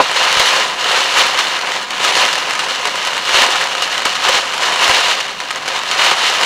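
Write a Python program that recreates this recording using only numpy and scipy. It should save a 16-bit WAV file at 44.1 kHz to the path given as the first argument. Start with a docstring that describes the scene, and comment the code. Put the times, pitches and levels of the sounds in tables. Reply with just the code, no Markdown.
"""Inside a slowly moving car in a downpour, one microphone close behind the windscreen.
Gusts throw sheets of drops on the glass in front and the roof overhead; each drop rings its panel for
a few milliseconds and dies away in the cabin. Fat drops crack out of the patter, masses of water slap
the body, fine spray fizzes on top and the tyres rumble faintly through the floor.
The loudest hits overload the microphone."""
import sys
import numpy as np
from scipy import signal
from scipy.fft import rfft, irfft, next_fast_len
from scipy.io import wavfile
from scipy.ndimage import uniform_filter1d

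SR = 44100
rng = np.random.default_rng(int(sys.argv[2]) if len(sys.argv) > 2 else 0)


def dump(signal):
    """Clip the signal to [-1, 1] and save it as 16-bit WAV at the path in sys.argv[1]."""
    limited = np.clip(np.atleast_2d(signal).T, -1, 1)
    pcm = np.round(limited * 32767).astype(np.int16)
    wavfile.write(sys.argv[1], SR, pcm)


N = 284445
TIME = np.arange(N) / SR

# Levels in the tables are relative; each source adds its own gain.
# steady rain between the sheets: time_s, level_db
RAIN_BED = [(0.05, -20), (0.66, -19), (0.76, -23), (1.08, -19.5), (1.5, -21.5), (1.78, -21), (1.88, -29.5),
            (1.96, -23), (2.4, -20), (2.68, -22), (3.16, -21.5), (3.24, -25.5), (3.52, -18), (3.89, -23.5),
            (5.17, -20.5), (5.34, -29), (5.66, -25.5), (6.28, -18)]
# sheets of rain thrown by gusts: start_s, hold_s, level_db
GUST_SHEETS = [(0.168, .24, -18), (0.47, .14, -15.5), (0.872, 0.14, -17), (1.179, 0.046, -12.5),
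               (1.376, 0.018, -17.5), (2.041, 0.052, -16), (2.171, 0.067, -14), (3.293, .01, -19),
               (3.356, .08, -13.5), (3.932, .02, -21.5), (4.249, 0.12, -15.5), (4.615, .12, -19.5),
               (4.816, 0.18, -14.5), (5.057, 0.063, -18), (5.72, 0.051, -21.5), (6.001, 0.08, -14),
               (6.188, 0.021, -19), (6.428, .04, -16.5)]
# what the windscreen passes to the microphone: frequency_hz, level_db
GLASS_SPECTRUM = [(100, -41), (500, -12.5), (1200, -5), (1800, 0.5), (2500, -1), (4200, 0), (5200, -4.5),
                  (7000, -9.5), (10000, -24), (15500, -33.5)]
# its resonances and one notch: pitch_hz, width_hz, lift_db
GLASS_RESONANCES = [(1260, 55, 9.5), (2828, 156, 7.5), (3050, 173, 6.5), (3676, 135, 2), (4240, 200, 2.5),
                    (4660, 230, -4)]
# what the lined roof passes into the cabin: frequency_hz, level_db
ROOF_SPECTRUM = [(30, -34.5), (110, -24.5), (160, -20), (300, -14.5), (450, -11), (720, -1.5), (1100, -1.5),
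                 (1700, -3.5), (2600, -6), (6000, -48)]
# its resonances: pitch_hz, width_hz, lift_db
ROOF_RESONANCES = [(399, 94, 6), (530, 58, 7.5), (713, 85, 3), (1000, 134, 6), (1225, 90, 4.5)]
# the loudest fat drops on the windscreen: start_s, peak_db, treble_db
LOUD_DROPS = [(0.371, 2, -18), (0.397, 2, -14), (1.389, 0, -18), (1.906, -8, -23), (2.329, -3, -17),
              (2.593, -2, -20), (2.854, 0, -20), (2.872, -3, -19), (3.05, -3, -21), (3.072, -4, -21),
              (3.179, -3, -22), (3.292, -1, -23), (3.343, 1, -17), (3.505, -1, -21), (3.611, -2, -21),
              (3.751, -2, -24), (3.822, -1, -18), (3.979, -4, -19), (4.054, 0, -13), (4.154, -4, -24),
              (4.895, 3, -14), (5.112, 0, -22), (5.402, -5, -26), (5.506, -3, -21), (5.559, -6, -22),
              (5.679, -2, -20), (5.913, -3, -19), (6.113, 2, -20)]
# the splash of a fat drop: frequency_hz, level_db
SPLASH_SPECTRUM = [(500, -32), (2500, -10), (4300, 0), (6500, -1.5), (9000, -10), (12000, -20),
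                   (15500, -33)]
# slaps of massed water on the body: start_s, level_db, t60_s, thump_db
BODY_SLAPS = [(0.0, 0, 0.055, -24), (0.371, -20, 0.027, -22.5), (0.399, -11, .04, -20),
              (3.343, -17, .04, -26), (4.057, -15, 0.045, -50), (4.292, -16, .05, -30),
              (4.896, -9, 0.03, -22), (6.114, -12, .04, -49)]
# fine spray: frequency_hz, level_db
SPRAY_SPECTRUM = [(500, -57), (3000, 7), (5300, -1.5), (7000, 1.5), (9000, -7.5), (11000, -11),
                  (13000, -33), (15500, -52)]
# tyres and engine through the floor: frequency_hz, level_db
ROAD_SPECTRUM = [(15, -8), (35, -14), (85, -9), (110, -10.5), (155, 0), (200, -2), (300, -1), (700, -24),
                 (3000, -32)]


def windscreen(glass_db):
    """Hard patter on the glass just ahead of the microphone; countless far drops merge into a wash."""
    per_s = 2000 * from_db(.6 * (glass_db - np.mean(glass_db)))
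    drops = shower(per_s, ring_t60_s=.008)
    wash = from_db(-3) * rng.standard_normal(N)
    return from_db(glass_db) * even_out(colour(drops + wash, GLASS_SPECTRUM, GLASS_RESONANCES))


def roof(roof_db):
    """Dull drumming overhead, through the lining: a heavier sheet brings more drops a second."""
    per_s = 2000 * from_db(.5 * (roof_db - np.mean(roof_db)))
    drops = shower(per_s, ring_t60_s=.013)
    wash = from_db(-8.5) * rng.standard_normal(N)
    return from_db(roof_db) * even_out(colour(drops + wash, ROOF_SPECTRUM, ROOF_RESONANCES))


def fat_drops(rain_db):
    """Big drops close to the microphone: a short knock through the pane and a bright, trailing splash."""
    drops = [(start_s, peak_db - 12, treble_db - .7) for start_s, peak_db, treble_db in LOUD_DROPS]
    drops += lesser_drops(rain_db)
    hits = np.array([impact(ring_t60_s=.011, cabin_db=-19) for _ in drops])
    bursts = np.array([impact(ring_t60_s=.012, cabin_db=-13) for _ in drops])
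    knocks = colour(low_pass(hits, hz=2050), GLASS_SPECTRUM, GLASS_RESONANCES)
    splashes = colour(bursts, SPLASH_SPECTRUM)
    out = np.zeros(N + SR)
    attack = SR // 250   # the first 4 ms set each drop's level
    for (start_s, knock_db, splash_db), knock, splash in zip(drops, knocks, splashes):
        drop = from_db(knock_db) * knock / np.std(knock[:attack])
        drop += from_db(splash_db) * splash / np.std(splash[:attack])
        start = round(start_s * SR)
        out[start:start + len(drop)] += drop
    return out[:N]


def lesser_drops(rain_db, count=70, spread_db=2.5):
    """Random fat drops that follow the strength of the rain; rows of start_s, knock_db, splash_db."""
    starts = rng.integers(0, N, count)
    size_db = rain_db[starts] + rng.uniform(-spread_db, spread_db, count)
    return list(zip(TIME[starts], size_db + 2.5, size_db - 4))


def slaps(thump_s=.0011):
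    """Massed water drives the roof's low modes, with a short low thump as it overloads the microphone."""
    force, thumps = 0, 0
    for start_s, level_db, t60_s, thump_db in BODY_SLAPS:
        age_s = np.maximum(TIME - start_s, 0)
        force += from_db(level_db - 60 * np.minimum(age_s / t60_s, 2)) * (age_s > 0)
        thumps += from_db(thump_db) * age_s / thump_s * np.exp(1 - np.minimum(age_s / thump_s, 100))
    blow = low_pass(force * rng.standard_normal(N), hz=820)   # a soft, wide contact
    thumps = signal.sosfilt(signal.butter(1, 20, "high", fs=SR, output="sos"), thumps)
    return from_db(22) * colour(blow, ROOF_SPECTRUM, ROOF_RESONANCES) + thumps


def spray(spray_db):
    """Small droplets tick briefly and brightly over a fine mist."""
    per_s = 600 * from_db(.7 * (spray_db - np.mean(spray_db)))
    drops = shower(per_s, ring_t60_s=.014)
    mist = from_db(-6) * rng.standard_normal(N)
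    return from_db(spray_db) * even_out(colour(drops + mist, SPRAY_SPECTRUM))


def road():
    """Tyres and engine, a low, steady rumble through the floor, far under the rain."""
    return from_db(-44.5) * unit_rms(colour(rng.standard_normal(N), ROAD_SPECTRUM))


def rainfall(swell_db_per_s=229.5, drain_db_per_s=155, scatter_fade_db_per_s=260):
    """Strength of the rain in dB: a steady bed, sheets that swell, hold and drain, and drop scatter."""
    bed_db = np.interp(TIME, *np.transpose(RAIN_BED))
    power = from_db(bed_db) ** 2
    for start_s, hold_s, level_db in GUST_SHEETS:
        before_s = np.maximum(start_s - TIME, 0)
        after_s = np.maximum(TIME - start_s - hold_s, 0)
        power += from_db(level_db - swell_db_per_s * before_s - drain_db_per_s * after_s) ** 2
    # each loud drop bursts into droplets that thicken the patter for a moment
    for start_s, _, treble_db in LOUD_DROPS:
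        start = round(start_s * SR)
        power[start:] += from_db(treble_db - 1.7 - scatter_fade_db_per_s * TIME[:N - start]) ** 2
    return 10 * np.log10(power)


def flutter(depth_db, steps_per_s=25):
    """Quick random unevenness of the rain on one surface, in dB."""
    steps = rng.standard_normal(SR // 20)
    return depth_db * np.interp(TIME * steps_per_s, np.arange(len(steps)), steps)


def shower(per_s, ring_t60_s, spread_db=5.5, spots=12):
    """Drops of uneven size land at random on many spots, each with a ring of its own; rms about 1."""
    landed = rng.random(N) < per_s / SR
    sizes = from_db(spread_db * np.clip(rng.standard_normal(N), -2, 2)) * rng.choice([-1, 1], N)
    clicks = landed * unit_rms(sizes) * np.sqrt(SR / per_s)
    spot = rng.integers(0, spots, N)
    return sum(signal.oaconvolve(clicks * (spot == k), impact(ring_t60_s))[:N] for k in range(spots))


def impact(ring_t60_s, cabin_db=-17, cabin_t60_s=.07):
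    """One spot's answer to a drop: a burst of dense bending waves, then cabin reflections; energy 1."""
    age_s = TIME[:SR // 10]
    pane, cabin = rng.standard_normal((2, len(age_s)))
    ring = pane * from_db(-60 * age_s / ring_t60_s)
    reflections = cabin * from_db(cabin_db - 60 * age_s / cabin_t60_s)
    wave = ring + reflections
    return wave / np.linalg.norm(wave)


def colour(x, spectrum, resonances=()):
    """Causal (minimum-phase) filter with the given spectrum and resonant humps."""
    length = x.shape[-1]
    size = 2 * next_fast_len(length // 2 + SR // 20)
    hz = np.maximum(np.fft.rfftfreq(size, 1 / SR), 1)
    points_hz, points_db = np.transpose(spectrum)
    gain_db = np.interp(np.log(hz), np.log(points_hz), points_db)
    for pitch_hz, width_hz, lift_db in resonances:
        gain_db += lift_db / (1 + (2 * (hz - pitch_hz) / width_hz) ** 2)
    cepstrum = irfft(np.log(from_db(gain_db)))[:size // 2]
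    cepstrum[1:] *= 2   # folding the cepstrum puts all ringing after the hit
    response = np.exp(rfft(cepstrum, size))
    return irfft(rfft(x, size) * response)[..., :length]


def low_pass(x, hz):
    """Gentle second-order low-pass."""
    return signal.sosfilt(signal.butter(2, hz, fs=SR, output="sos"), x)


def even_out(x):
    """Unit level over a twelfth of a second, with the single drops left standing out."""
    return x / np.sqrt(np.abs(uniform_filter1d(x ** 2, size=SR // 12)) + 1e-12)


def unit_rms(x):
    """Scale to an rms of 1."""
    return x / np.sqrt(np.mean(x ** 2) + 1e-20)


def from_db(db):
    """Decibels to gain."""
    return 10 ** (np.asarray(db) / 20)


def scene():
    """The cabin in mono, from behind the glass: one rain drives every surface, over the road noise."""
    rain_db = rainfall()
    patter = (roof(rain_db - 1.5 + flutter(depth_db=1.13))
              + windscreen(rain_db + .33 + flutter(depth_db=2))
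              + spray(rain_db - 13.5 + flutter(depth_db=2.9)))
    return (patter + fat_drops(rain_db) + slaps() + road())[None]


def record(dry):
    """The overloaded microphone rounds off the highest peaks; the top treble is cut steeply."""
    ceiling, cutoff_hz = .84, 15650
    rounded = dry / (1 + (dry / ceiling) ** 4) ** (1 / 4)
    return signal.sosfilt(signal.ellip(12, .1, 90, cutoff_hz, fs=SR, output="sos"), rounded)


dry = scene()
out = record(dry)
dump(out)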